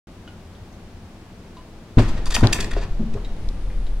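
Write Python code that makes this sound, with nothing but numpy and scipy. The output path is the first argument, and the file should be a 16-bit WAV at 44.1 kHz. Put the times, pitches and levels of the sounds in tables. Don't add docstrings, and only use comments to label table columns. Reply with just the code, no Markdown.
import sys
import numpy as np
from scipy import signal
from scipy.fft import rfft, irfft
from scipy.io import wavfile

SR = 44100
rng = np.random.default_rng(int(sys.argv[2]) if len(sys.argv) > 2 else 0)


def digitize_waveform(pressure):
    field = np.atleast_2d(pressure).T
    bounded = np.clip(field, -1, 1)
    quanta = np.round(bounded * 32767).astype(np.int16)
    wavfile.write(sys.argv[1], SR, quanta)


N = 176400
T = np.arange(N) / SR
F = np.maximum(np.fft.rfftfreq(N, 1 / SR), 1)

# (time [s], level [dB], extra level of its first push [dB])
SHOCKS = [(1.971, -0.5, 2.5), (2.4214, -1.3, -9)]


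def undb(db):
    return 10 ** (np.asarray(db) / 20)


def unit(x):
    return x / np.sqrt(np.mean(x ** 2))


def decay(t, t60):
    return (t >= 0) * np.exp(-np.log(1000) * np.abs(t) / t60)


def colour(points):
    hz, db = np.array(points).T
    return undb(np.interp(np.log(F), np.log(hz), db))


def diffuse(gain, split_hz=2220):
    mid, side = rfft(rng.standard_normal((2, N)))
    side = side * F / np.hypot(F, split_hz)
    return unit(irfft(np.array([mid + side, mid - side]) * gain, N))


def convolve(x, response):
    return signal.fftconvolve(np.atleast_2d(x), np.atleast_2d(response), axes=-1)[:, :N]


def ring(modes, t):
    return sum(undb(db) * np.sin(2 * np.pi * hz * t) * decay(t, t60) for hz, db, t60 in modes)


def add(out, start, sound):
    i = int(start * SR)
    n = min(N - i, sound.shape[-1])
    out[..., i:i + n] += sound[..., :n]


def place(x, pan_db, lag_s):
    lean = np.array([[.5], [-.5]])
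    delay = np.exp(-2j * np.pi * F * lag_s * lean)
    return irfft(rfft(x) * delay, N) * undb(pan_db * lean)


def burst(hz, width, t60):
    fade = decay(T[:SR // 4], t60)
    noise = rng.standard_normal(len(fade)) * fade
    b, a = signal.iirpeak(hz, 1 / width, fs=SR)
    tap = signal.lfilter(b, a, signal.lfilter(b, a, noise))
    return unit(tap) * np.sqrt(np.mean(fade ** 2))


def taps(rows, reverb, width, room_db):
    out = np.zeros(N)
    for start, db, hz, t60 in rows:
        add(out, start, undb(db) * burst(hz, width, t60))
    return out + undb(room_db) * convolve(out, reverb)


def room():
    low = 1 / (1 + (F / 3000) ** 2)
    bass = 0.44 * diffuse(low) * decay(T - .006, t60=0.41)
    treble = diffuse(1 - low) * decay(T - .006, t60=0.23)
    return unit(bass + treble) / np.sqrt(N)


def room_air():
    # (frequency [Hz], level [dB])
    air_tone = [(12, -34), (20, 6), (38, -6.5), (101, -0.5), (140, -12), (171, -6.5), (238, -7.5),
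                (289, -15.5), (324, -10), (404, -16.5), (705, -19.5), (1300, -27), (4800, -37), (9000, -45),
                (15500, -54)]
    return undb(-41) * diffuse(colour(air_tone))


def lens_motor(hz=9300, width_hz=1000, start_s=3.05, rise_s=0.42):
    resonance = 1 / (1 + 1j * (F / hz - hz / F) * hz / width_hz)
    fade_in = np.clip((T - start_s) / rise_s, 0, 1)
    return undb(-67) * diffuse(resonance ** 2) * fade_in


def ticks(reverb):
    # (time [s], level [dB], pitch [Hz], fade time [s])
    creaks = [(.549, -52, 3400, 0.068), (.728, -53, 5960, .025), (3.70, -47, 1950, 0.07)]
    return taps(creaks, reverb, width=0.31, room_db=-3)


def clinks(reverb):
    # (time [s], level [dB], pitch [Hz], overtone [Hz], overtone level [dB], fade time [s])
    touches = [(.277, -42.5, 1434, 2950, 0, .11), (1.569, -43, 1008, 2900, -11, 0.23),
               (3.248, -40.5, 3816, 7000, -12, 0.081), (3.867, -43, 3850, 6950, -12, 0.048)]
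    out = np.zeros(N)
    for start, db, hz, over_hz, over_db, t60 in touches:
        modes = [(hz, 0, t60), (hz * 1.043, -3, t60 * 0.55), (over_hz, over_db, t60 * 0.57)]
        contact = undb(-6) * burst(hz=2980, width=0.85, t60=0.089)
        add(out, start, undb(db) * (ring(modes, T[:SR // 4]) + contact))
    return out + undb(-7) * convolve(out, reverb)


def camera_clicks(reverb):
    # (time [s], level [dB], pitch [Hz])
    snaps = [(2.364, -10.5, 2770), (2.4715, -12.5, 3550), (3.489, -30.5, 4100)]
    out = np.zeros(N)
    for start, db, hz in snaps:
        body = burst(hz, width=0.44, t60=0.0062)
        edge = undb(-7) * burst(hz=5500, width=0.86, t60=0.0031)
        add(out, start, undb(db) * (body + edge))
    return place(out, pan_db=7, lag_s=-75e-6) + undb(-24) * convolve(out, reverb)


def knocks(reverb):
    # (time [s], level [dB], pitch [Hz], fade time [s])
    bumps = [(1.985, -22.5, 2380, 0.011), (2.264, -33, 1010, 0.07), (2.305, -30.5, 1180, 0.042),
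             (2.366, -20, 850, 0.044), (2.376, -20.5, 246, 0.046), (2.41, -24, 850, 0.019),
             (2.432, -13, 139, 0.074), (2.434, -25, 1490, 0.066), (2.445, -25.5, 670, 0.15),
             (2.586, -30.5, 1680, 0.11), (2.59, -27, 306, 0.051), (2.635, -43, 503, 0.14),
             (2.711, -32, 1710, 0.076), (2.766, -18.5, 457, 0.034), (2.815, -40.5, 1040, 0.23),
             (2.994, -18.5, 160, 0.14), (2.998, -56, 513, 0.043), (3.028, -23, 162, 0.052),
             (3.14, -26, 88, 0.19), (3.148, -31, 397, 0.19), (3.17, -41, 1090, 0.087)]
    return taps(bumps, reverb, width=0.59, room_db=-7.5)


def claws():
    # (time [s], level [dB], half length [s], brightness [dB per octave])
    scrapes = [(1.974, -32, 0.0009, 2), (1.996, -28.5, 0.0022, -2.5), (2.023, -37, .001, 2),
               (2.029, -39, 0.0013, 2), (2.09, -37, 0.0075, -1), (2.18, -42, 0.0078, -5),
               (2.259, -28.5, .0012, 1), (2.272, -33, 0.0069, 0), (2.309, -26.5, 0.0029, 2.5),
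               (2.325, -28, 0.0053, -1.5), (2.351, -15.5, 0.0054, 0.5), (2.374, -39, 0.0082, -7),
               (2.392, -35.5, 0.0061, 1), (2.409, -31, 0.00084, 3), (2.5321, -11.5, 0.0032, 1),
               (2.558, -42, 0.0079, -12), (2.608, -22, 0.0039, 1), (2.629, -33, 0.005, -1),
               (2.646, -29.5, 0.0027, -1), (2.715, -34, 0.0036, 1), (2.736, -34.5, 0.0033, -6.5),
               (2.782, -40.5, 0.014, -5.5), (2.829, -40, 0.015, -4.5), (3.141, -42, 0.0037, -1)]
    # (frequency [Hz], level [dB])
    hiss_tone = [(200, -51), (700, -7), (1300, -12), (2000, -8), (4500, -3.5), (7000, -4.5), (10000, -11),
                 (16000, -27.5)]
    # (pitch [Hz], level [dB], fade time [s])
    sill_modes = [(1755, 0, 0.055), (1876, 6.5, 0.036), (2508, 5.5, 0.021), (2674, 5, 0.022),
                  (3390, 5.5, 0.03), (3715, 6, 0.025), (4370, -1, .012), (4680, 11, 0.021),
                  (5370, -3, 0.012), (6630, -4.5, 0.0097), (7500, -3, 0.022), (8900, -6, 0.0084)]
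    size = 8192
    t, hz = T[:size], np.maximum(np.fft.rfftfreq(size, 1 / SR), 1)
    middle = t[size // 3]
    hiss = undb(-5) * np.interp(hz, F, unit(colour(hiss_tone)))
    octaves = np.log2(np.maximum(hz, 1000) / 4000)
    out = np.zeros((2, N))
    for at, db, half_s, tilt_db in scrapes:
        chance = rng.standard_normal((len(sill_modes), 2))
        modes = [(pitch * (1 + .01 * detune), level + 3 * swing, t60)
                 for (pitch, level, t60), (detune, swing) in zip(sill_modes, chance)]
        sill = undb(-6) * rfft(unit(ring(modes, t))) / np.sqrt(size)
        effort = np.exp(-((t - middle) / half_s) ** 2 / 2)
        roughness = undb(6.5 * rng.standard_normal(size))
        grains = roughness * (rng.standard_normal(size) + 0.45 * rng.standard_normal((2, size)))
        clicks = undb(db) * unit(effort * grains) * np.sqrt(np.mean(effort ** 2))
        near = irfft(rfft(clicks) * (hiss + 1j * sill) * undb(tilt_db * octaves))
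        echo = undb(-6.5) * convolve(near.mean(0), room()[:, :SR // 2])
        add(out, at - middle, near)
        add(out, at - middle, echo)
    return place(out, pan_db=-0.5, lag_s=0)


def shudder_and_rumble():
    # (time [s], shudder level [dB], rumble level [dB])
    roll = [(1.97, -36, -43), (2.02, -16, -33.5), (2.3, -22, -35.5), (2.6, -18.5, -30), (2.9, -22, -37),
            (3.12, -21.5, -38), (3.298, -28.5, -37), (3.6, -19, -38.5), (4.0, -23.5, -41)]
    # (frequency [Hz], level [dB])
    shudder_tone = [(6, 7.5), (13, 7.5), (24, 2.5), (35, 9.5), (45, -8.5), (70, -18), (150, -94)]
    # (frequency [Hz], level [dB])
    rumble_tone = [(30, -5.5), (85, 7.5), (180, -3.5), (400, -8), (800, -18.5), (1600, -25.5), (4000, -32),
                   (8000, -43), (16000, -78)]
    times, shudder_db, rumble_db = np.array(roll).T
    shudder = diffuse(colour(shudder_tone)) * undb(np.interp(T, times, shudder_db))
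    rumble = diffuse(colour(rumble_tone)) * undb(np.interp(T, times, rumble_db))
    fade_in = np.clip((T - SHOCKS[0][0]) / 0.04, 0, 1)
    return (shudder + rumble) * fade_in


def boom(push_s=0.0069, house_lag_s=0.00809, early_peak_s=0.021, early_width_s=0.014):
    # (pitch [Hz], level [dB], fade time [s])
    house_modes = [(29.8, -9.5, 0.26), (108.9, -11, 0.29), (127, -15.5, 0.11), (222, -30, 0.24),
                   (243.7, -13, 0.22), (274, -10.5, 0.13), (337, -25, 0.5), (475, -46, 0.29),
                   (594, -29.5, 0.13)]
    # (frequency [Hz], level [dB])
    early_tone = [(50, -1.5), (110, -1), (240, -2.5), (400, -11.5), (800, -19), (1500, -24.5), (3000, -33),
                  (6000, -43), (10000, -61), (16000, -72)]
    # (frequency [Hz], level [dB])
    tail_tone = [(50, -1), (110, 5), (250, 0), (500, -12), (1000, -12.5), (2000, -19), (4500, -28.5),
                 (8000, -38), (16000, -59)]
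    push = -undb(1) * np.sin(np.pi * np.minimum(T / push_s, 1)) ** 1.9
    house = -ring(house_modes, T - house_lag_s)
    swell = np.exp(-((T - early_peak_s) / early_width_s) ** 2 / 2)
    early = undb(-10.5) * diffuse(colour(early_tone)) * swell
    tail = undb(-20.5) * diffuse(colour(tail_tone)) * decay(T, t60=0.82)
    echoes = (early + tail) * np.minimum(T / 0.017, 1) ** 2
    out = np.zeros((2, N))
    for start, db, push_db in SHOCKS:
        add(out, start, undb(db) * (undb(push_db) * push + house + echoes))
    return out


def scene():
    reverb = room()
    contacts = knocks(reverb) + ticks(reverb) + clinks(reverb)
    mix = boom() + shudder_and_rumble() + claws() + contacts + lens_motor() + room_air()
    return place(mix, pan_db=1.4, lag_s=3e-5) + camera_clicks(reverb)


def record(dry, start_s=0.071, top_hz=16100):
    clipped = np.clip(dry * (T > start_s), -1, 1)
    treble_cut = signal.ellip(10, .1, 80, top_hz, fs=SR, output="sos")
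    return signal.sosfilt(treble_cut, clipped)


dry = scene()
out = record(dry)
digitize_waveform(out)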